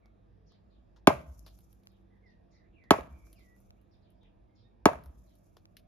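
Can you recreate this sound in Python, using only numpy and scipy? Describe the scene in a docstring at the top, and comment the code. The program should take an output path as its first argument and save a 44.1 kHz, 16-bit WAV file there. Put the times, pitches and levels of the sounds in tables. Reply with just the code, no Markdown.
"""A yard beside a brick wall: a short log with an axe stuck in it is slammed three times onto a stump, a metre off.
Each blow is a sum of filtered noise (crack), damped modes (log, handle, stump), slow wave packets (ground)
and echoes by convolution; bark crumbs and dust patter down as shaped noise. Behind lie far birds, as
frequency-modulated sines with diffuse echoes, and a low town rumble of noise bands and wavering hum.
"""
import sys
import numpy as np
from scipy import signal
from scipy.fft import rfft, irfft
from scipy.io import wavfile
from scipy.ndimage import uniform_filter1d

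SR = 44100
rng = np.random.default_rng(int(sys.argv[2]) if len(sys.argv) > 2 else 0)


def generate_wav(sig):
    """Save sig (samples, or channels by samples) to the path in sys.argv[1] as 16-bit PCM at SR."""
    pcm = np.round(np.clip(np.atleast_2d(sig).T, -1, 1) * 32767).astype(np.int16)
    wavfile.write(sys.argv[1], SR, pcm)


N = 258867  # length in samples


def undb(db):
    """Logarithmic scale: the amplitude factor of a level in dB."""
    return 10 ** (np.asarray(db) / 20)


def level(x, db):
    """Mean power: scale to an rms level."""
    return x * undb(db) / np.sqrt(np.mean(x ** 2))


def fade(t, t60):
    """Exponential damping: 60 dB down after t60."""
    return np.exp(-np.log(1000) * t / t60)


def band(x, hz, octaves):
    """Band-pass filtering along the last axis, centred on hz."""
    top_hz = min(hz * 2 ** (octaves / 2), .48 * SR)
    edges = [hz * 2 ** (-octaves / 2), top_hz]
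    return signal.sosfilt(signal.butter(2, edges, "band", fs=SR, output="sos"), x)


def bright(x):
    """Cascaded filtering: three passes give a treble band with steep sides."""
    for _ in range(3):
        x = band(x, 11000, .65)
    return x


def colour(x, points):
    """Spectral weighting by (f/Hz, level/dB) points, joined along log frequency."""
    hz, db = np.transpose(points)
    f = np.fft.rfftfreq(x.shape[-1], 1 / SR) + 1
    gain = undb(np.interp(np.log(f), np.log(hz), db))
    return irfft(rfft(x) * gain, x.shape[-1])


def walk(rate, size=N):
    """Slow random modulation: levels held 1 / rate s and smoothed twice; spread near 1."""
    k = int(SR / rate)
    held = np.repeat(rng.standard_normal(size // k + 1), k)
    return 1.4 * uniform_filter1d(uniform_filter1d(held, k), k)[:size]


def pan(db):
    """Level difference between the ports: left over right in dB."""
    return undb(np.array([[db], [-db]]) / 2)


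def add(out, s, x):
    """Superposition: mix x in at s seconds."""
    i = int(s * SR)
    n = min(x.shape[-1], N - i)
    out[..., i:i + n] += x[..., :n]


# Spectrum of the rumble: (f/Hz, relative level per Hz/dB)
RUMBLE_SPECTRUM = [(20, -40), (36, -16), (50, 1), (76, -9.5), (145, -12), (194, -14), (247, -16),
                   (330, -16), (463, -22.5), (682, -19.5), (808, -27.5), (1590, -38), (4830, -51),
                   (8030, -60), (11000, -64.5), (14300, -85.5), (22000, -120)]
# Left-right correlation of the rumble: (f/Hz, correlation)
COHERENCE = [(60, 1), (130, 0.13), (290, 0.28), (640, -0.29), (1410, -0.077), (3100, 0.76), (6820, -0.02),
             (15000, 0.93)]
RUMBLE_DB = -62  # rms before the left-right tilt


def rumble():
    """Partial coherence: half-octave noise bands mix a mid and a side signal; they swell together, flicker alone."""
    out, swell_db = 0, walk(.8)
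    mid, side = colour(rng.standard_normal((2, N)), RUMBLE_SPECTRUM)
    hzs, correlations = np.transpose(COHERENCE)
    for hz in 28 * 2 ** np.arange(0, 9.5, .5):
        c = np.clip(np.interp(np.log(hz), np.log(hzs), correlations), -.95, .99)
        common = np.sqrt(1 + c) * band(mid, hz, .5)
        opposed = np.sqrt(1 - c) * band(side, hz, .5) * np.array([[1], [-1]])
        flicker_db = (.8 + 40 / hz) * walk(8)  # the bass flickers most
        out = out + (common + opposed) * undb(swell_db + flicker_db)
    return level(out, RUMBLE_DB)


# Hum tones of far machines: (mean f/Hz, base level/dB, share of the load level it follows)
HUM_TONES = [(100, -72, 0.1), (193.6, -75.5, 1.0), (334, -86.5, .3)]
# Load level of the machines: (t/s, level/dB)
LOAD_LEVEL = [(0, -0.5), (1.2, 2), (1.7, 4), (2.85, 3.5), (3.201, -1.5), (4.2, 1), (5.87, -1)]


def hum():
    """Frequency and amplitude modulation: far machines hum in sines whose pitch and level waver."""
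    load_db = np.interp(np.arange(N) / SR, *np.transpose(LOAD_LEVEL))
    out = 0
    for mean_hz, db, share in HUM_TONES:
        hz = mean_hz * (1 + .015 * walk(6))
        tone = np.sin(2 * np.pi * np.cumsum(hz) / SR)
        out = out + np.sqrt(2) * undb(db + share * load_db + 2.5 * walk(5)) * tone
    return out


def town():
    """Superposition of rumble and hum, stronger on the right."""
    return (rumble() + hum()) * pan(-2.2)


def call(length, first_hz, last_hz, bend, hoarse, db, pan_db):
    """Frequency modulation: one gliding note with a shaky pitch; bend is the share of the glide done halfway."""
    u = np.linspace(0, 1, int(length * SR))
    hz = first_hz + (last_hz - first_hz) * np.interp(u, [0, .5, 1], [0, bend, 1])
    hz = hz * (1 + hoarse * walk(500, size=len(u)))
    tone = np.sin(2 * np.pi * np.cumsum(hz) / SR) * signal.windows.tukey(len(u), .4)
    return tone * undb(db) * pan(pan_db)


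# Hoarse falling chirps: (t/s, first f/Hz, level before echo/dB, length/s); the direct sound is weaker
CHIRP_CALLS = [(0.453, 5860, -71.5, .11), (0.689, 4570, -79, 0.097), (1.43, 5550, -72, 0.096),
               (1.866, 5200, -78, 0.1), (2.252, 5400, -76.5, 0.079), (2.5, 6200, -74, 0.091),
               (3.35, 5400, -72.5, 0.074), (3.906, 5200, -75, 0.056), (4.01, 4780, -77.5, 0.0974),
               (4.202, 4000, -71.5, 0.075), (4.543, 6000, -73, 0.085), (5.26, 4800, -77, 0.074)]
# Clearer whistles: (t/s, length/s, first f/Hz, last f/Hz, direct level/dB, hoarseness as relative pitch spread)
WHISTLE_CALLS = [(0.018, 0.055, 2266, 2182, -78.5, 0.033), (2.096, 0.098, 1970, 1906, -80, 0.052),
                 (2.215, 0.14, 2260, 1872, -70.5, 0.0066), (2.31, 0.089, 1820, 1797, -83, .006),
                 (2.504, .19, 2190, 1910, -77.5, 0.07), (2.718, 0.24, 3000, 1890, -71, 0.059),
                 (3.083, 0.2466, 2330, 2310, -78, 0.036), (3.341, 0.11, 3050, 2100, -72.5, 0.03),
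                 (3.431, 0.14, 2005, 1933, -75.5, 0.012), (3.753, .06, 1921, 2860, -86, 0.026),
                 (4.472, .1, 2100, 2142, -87, 0.011), (4.616, 0.076, 3680, 3715, -80.5, .02),
                 (4.64, 0.053, 1850, 1854, -84, 0.012)]
CHIRP_FALL_OCT_S, CHIRP_BEND, CHIRP_HOARSE = 5.5, 0.92, 0.15
WHISTLE_BEND = 0.95
CHIRP_PAN_DB, WHISTLE_PAN_DB = 0, -3  # left over right
CHIRP_ECHO_DB, WHISTLE_ECHO_DB, BIRD_T60_S = 9, 2, .24  # echo over direct sound


def birds():
    """Diffuse reverberation: far chirps and whistles are smeared by convolution with decaying noise."""
    chirps, whistles = np.zeros((2, 2, N))
    for s, hz, db, length in CHIRP_CALLS:
        last_hz = hz * 2 ** (-CHIRP_FALL_OCT_S * length)
        add(chirps, s, call(length, hz, last_hz, CHIRP_BEND, CHIRP_HOARSE, db - CHIRP_ECHO_DB, CHIRP_PAN_DB))
    for s, length, first_hz, last_hz, db, hoarse in WHISTLE_CALLS:
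        add(whistles, s, call(length, first_hz, last_hz, WHISTLE_BEND, hoarse, db, WHISTLE_PAN_DB))
    t = np.arange(int(.4 * SR)) / SR
    smear = rng.standard_normal((2, len(t))) * fade(t, BIRD_T60_S)
    smear = smear / np.sqrt(np.sum(smear ** 2, axis=1, keepdims=True))  # unit energy
    far = chirps * undb(CHIRP_ECHO_DB) + whistles * undb(WHISTLE_ECHO_DB)
    return chirps + whistles + signal.fftconvolve(far, smear, axes=1)[:, :N]


# Bark dust after each full blow: (blow t/s, level before flurries/dB, time after the blow when it thins out/s)
DUST_FALLS = [(1.0724, -80, 0.57), (2.9066, -82, .6), (4.8559, -84.5, .58)]
DUST_PEAK_S, DUST_RISE_DB_S, DUST_FALL_DB_S = .2, 69, 52.5
COARSE_DB = 0.5  # coarse grains over fine
FLURRY_DB, SWELL_DB, PATTER_DB = 3.0, 2.5, 2.8  # spreads of quick flurries, slower swells and grain sizes


def dust():
    """Shot noise: tiny grains of uneven size fall in flurries, which build up, keep on a while and thin out."""
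    grains = rng.standard_normal((2, N)) * undb(PATTER_DB * rng.exponential(size=(2, N)))
    fine = level(bright(grains), 0)
    coarse = level(band(grains, 6600, 0.62), COARSE_DB)
    flurry_db = FLURRY_DB * walk(80) + SWELL_DB * walk(14)
    time, gain = np.arange(N) / SR, 0
    for s, db, falling_s in DUST_FALLS:
        t = time - s
        rise_db = DUST_RISE_DB_S * np.maximum(DUST_PEAK_S - t, 0)
        fall_db = DUST_FALL_DB_S * np.maximum(t - falling_s, 0)
        gain = gain + (t > 0) * undb(db - rise_db - fall_db + flurry_db)
    return gain * (fine + coarse)


# Wood creaks and crumbs that land: (t/s, click level/dB, body level/dB, knock level/dB), before the envelope
TICK_EVENTS = [(0.0585, -76, -68, -60.5), (1.1384, -57, -71, -60), (1.5894, -58, -65, -66),
               (1.607, -63, -69.5, -76), (1.729, -58.5, -65, -63.5), (1.835, -73, -70, -84.5),
               (1.8571, -68, -72, -80), (1.92, -75, -87, -83), (2.8395, -84.5, -64.5, -59.5),
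               (3.27, -77.5, -72, -58.5), (3.3298, -53, -59.5, -72), (3.3937, -64.5, -74, -65),
               (3.5644, -69, -80, -65.5), (3.6036, -63.5, -91.5, -72.5), (3.8147, -70, -79.5, -80),
               (4.104, -69, -78, -77), (4.2327, -87, -72, -63.5), (5.0379, -55.5, -62, -58),
               (5.0599, -55.5, -61, -54), (5.2658, -79.5, -81, -68), (5.3542, -63.5, -71.5, -73),
               (5.3851, -70.5, -85, -76), (5.5691, -63.5, -53, -51), (5.769, -50.5, -46.5, -73.5)]
# The log's foot and the handle scrape and creak: the same columns, then (t60/s)
SCRAPE_EVENTS = [(0.5202, -90, -72, -65, .04), (0.9628, -94, -69.5, -66.5, 0.12),
                 (1.464, -63.5, -57, -58, .12)]
TICK_T60_S, TICK_PAN_DB = 0.012, 2  # left over right
RUSTLE_DB, RUSTLE_T60_S = -15, 0.12


def ticks():
    """Transient excitation: decaying noise bands give a click, a wooden body, a low knock and a faint rustle."""
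    out, t = np.zeros((2, N)), np.arange(int(.2 * SR)) / SR
    events = [(*row, TICK_T60_S) for row in TICK_EVENTS]
    for s, click_db, body_db, knock_db, t60 in [*events, *SCRAPE_EVENTS]:
        noise = rng.standard_normal((3, len(t)))
        noise = noise[0] + .5 * noise[1:]  # partly common to both ports
        click = level(bright(noise), click_db)
        body = level(band(noise, 3200, 1.3), body_db)
        knock = level(band(noise, 490, 3.2), knock_db)
        # the first touch is firm, the rest uneven
        scratch = undb(2.5 * walk(250, size=len(t)) * (1 - fade(t, .06)))
        decay = fade(t, t60) + undb(RUSTLE_DB) * fade(t, RUSTLE_T60_S)
        shape = decay * scratch * (1 - np.exp(-t / 0.00038))
        add(out, s - .001, (click + body + knock) * shape * pan(TICK_PAN_DB))
    return out


# Yard echo bands: (f/Hz, early level/dB, early t60/s, late level/dB, late t60/s)
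YARD_BANDS = [(120.9, -48.5, 0.17, -58, 0.91), (254.5, -55.5, 0.057, -74.5, 1), (546, -46, 0.22, -59.5, .5),
              (760, -47, .2, -63.5, 0.18), (1050, -45.5, 0.12, -67, 0.59), (1450, -46.5, 0.16, -58.5, 0.41),
              (2110, -48.5, 0.19, -62.5, 0.38), (2880, -52.5, .1, -64.5, .45),
              (4100, -51.5, 0.1, -65.5, 0.4), (5100, -53, .1, -68.5, 0.38), (7100, -51, 0.27, -67.5, 0.3),
              (11200, -49.5, 0.28, -79.5, .3)]


def yard(x, t):
    """Double-slope reverberation: grainy, quick from near wall and woodpile, slow from further buildings."""
    echo = 0
    grain = undb(2.0 * rng.exponential(size=len(t) // 64 + 1)).repeat(64)[:len(t)]
    for hz, db, t60, late_db, late_t60 in YARD_BANDS:
        noise = rng.standard_normal((3, len(t))) * grain
        noise = noise[0] + min(hz / 250, 3) * noise[1:]  # long waves reach both ports alike
        decay = undb(db) * fade(t, t60) + undb(late_db) * fade(t, late_t60)
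        echo = echo + level(band(noise, hz, 0.67), 0) * decay
    echo = echo * np.clip((t - .004) / .006, 0, 1)
    return signal.fftconvolve(x[None], echo, axes=1)[:, :len(t)]


WALL_S, WALL_DB, WALL_HZ = 0.03, -12, 740  # delay, level and band centre


def wall(x, t):
    """Specular reflection: one distinct, dull slap from a wall some metres off."""
    return undb(WALL_DB) * band(x * fade(t, 0.12), WALL_HZ, 1.3)


# The ground shudders in slow waves: (delay of the crest/s, f/Hz, level over the stump's/dB, length/s)
GROUND_WAVES = [(.01, 80.04, -28, 0.022), (0.064, 135.3, -37, 0.012), (0.114, 69.26, -38.5, 0.023),
                (0.23, 67.9, -36.5, 0.029), (.34, 55.93, -45.5, 0.033), (0.433, 52.8, -53.5, 0.11)]


def ground(t, stump_db):
    """Wave packets: sines under Gaussian envelopes arrive one after another."""
    out = 0
    for delay, hz, db, length in GROUND_WAVES:
        envelope = np.exp(-((t - delay) / length) ** 2)
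        out = out + undb(stump_db + db) * envelope * np.sin(2 * np.pi * hz * t)
    return out


def ring(modes, t, pitch, cycles):
    """Modal synthesis: damped modes build up over some of their own cycles, low ones late; neighbours swing opposite."""
    t, out = np.maximum(t, 0), 0
    for k, (hz, db, t60) in enumerate(modes):
        build_up = 1 - np.exp(-(t * hz / cycles) ** 2)
        tone = fade(t, t60) * np.sin(2 * np.pi * hz * pitch * t)
        out = out + (-1) ** k * undb(db) * tone * build_up
    return out


RIGHT = np.array([[0], [1]])  # 1 for the right port, which hears the log and stump later
# Stump modes: (f before the blow's pitch factor/Hz, level relative to the blow's/dB, t60/s)
STUMP_MODES = [(182.5, -0.5, .03), (292, 0.5, 0.035), (410, -3, 0.041), (605, -9, 0.033), (824, -3, 0.038)]
STUMP_DELAY_S, STUMP_LAG_S = .003, .00033  # the push needs time to pass into the heavy block


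def stump_thump(t, db, pitch):
    """Modal response of a heavy block, which starts late and swings opposite to the log."""
    return -undb(db) * ring(STUMP_MODES, t - STUMP_DELAY_S - RIGHT * STUMP_LAG_S, pitch, 0.51)


# Log and handle modes: (f before the blow's pitch factor/Hz, level relative to the blow's/dB, t60/s)
LOG_MODES = [(682.6, -1, 0.03), (893, 0.5, 0.012), (1087, -7, 0.043), (1259, -6.5, 0.035),
             (1614, -5.5, .018)]
HANDLE_MODES = [(690, -30, 0.054), (766, -30.5, 0.038), (1123, -36, .1)]
LATE_CYCLES, LOG_LAG_S = 1.1, .00012  # bending waves spread out: time scale of build-up in cycles


def log_ring(t, db, pitch):
    """Bending modes: log and handle ring together."""
    return undb(db) * ring([*LOG_MODES, *HANDLE_MODES], t - RIGHT * LOG_LAG_S, pitch, LATE_CYCLES)


# Spectrum of the crack: (f/Hz, relative level/dB)
CRACK_SPECTRUM = [(1200, -18), (2200, 3.5), (3200, -3), (4400, -5.5), (6300, -9), (10000, -9.5),
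                  (13000, -16), (16000, -27.5)]
CRACK_T60_S, SNAP_DB, SNAP_T60_S = 0.037, 7, 0.0044  # fibres tear on after a sharper first snap
CRACK_TURN = 2  # phase by which the crack differs between the ports (radians)


def fibre_crack(t, db):
    """Fracture noise with a two-stage decay; the analytic signal turns its phase between the ports."""
    noise = level(colour(rng.standard_normal(len(t)), CRACK_SPECTRUM), db)
    decay = fade(t, CRACK_T60_S) + undb(SNAP_DB) * fade(t, SNAP_T60_S)
    crack = noise * (1 - np.exp(-t / 0.00027)) * decay
    return np.real(signal.hilbert(crack) * np.exp(.5j * CRACK_TURN * (1 - 2 * RIGHT)))


# Blows: (contact t/s, log level/dB, crack level before the envelope/dB, stump level/dB, log pitch factor,
# stump pitch factor, yard echo level/dB); the weak row is a rebound
BLOW_EVENTS = [(1.072, -3, -14, -3.5, 0.96, 0.96, -4.5), (2.9067, -3.5, -15.5, -6, 1.02, 0.99, -3.5),
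               (2.983, -36.5, -55, -30, .75, 1.35, -10), (4.8556, -4.5, -18.5, -5.5, 1.013, 1.01, -4.5)]


def blows():
    """Impact excitation: fibres crack, log and handle ring, the stump thumps; yard and ground answer."""
    out, t = np.zeros((2, N)), np.arange(int(.8 * SR)) / SR
    snap = level(colour(signal.unit_impulse(len(t), 128), CRACK_SPECTRUM), 0)
    for s, log_db, crack_db, stump_db, log_pitch, stump_pitch, yard_db in BLOW_EVENTS:
        crack = fibre_crack(t, crack_db)
        log = log_ring(t, log_db, log_pitch)
        stump = stump_thump(t, stump_db, stump_pitch)
        # the walls get the loud first moments; from afar the crack is one snap of the same energy
        far_snap = snap * np.sqrt(np.mean(crack ** 2))
        far = far_snap + (log[0] + stump[0]) * fade(t, .04)
        add(out, s + WALL_S, wall(log + stump, t))
        add(out, s, crack + log + stump + undb(yard_db) * yard(far, t) + ground(t, stump_db))
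    return out


def scene():
    """Superposition of all sources."""
    return town() + birds() + dust() + ticks() + blows()


TOP_HZ = 16800


def record(dry):
    """Transducer response: a phone's ports dip near 8 kHz, the loudest peaks are rounded and the top is cut."""
    b, a = signal.iirnotch(8300, 3.0, SR)
    port = dry - 0.9 * (dry - signal.lfilter(b, a, dry))
    rounded = np.tanh(.8 * port) / .8
    return signal.sosfilt(signal.ellip(10, .2, 80, TOP_HZ, fs=SR, output="sos"), rounded)


dry = scene()
out = record(dry)
generate_wav(out)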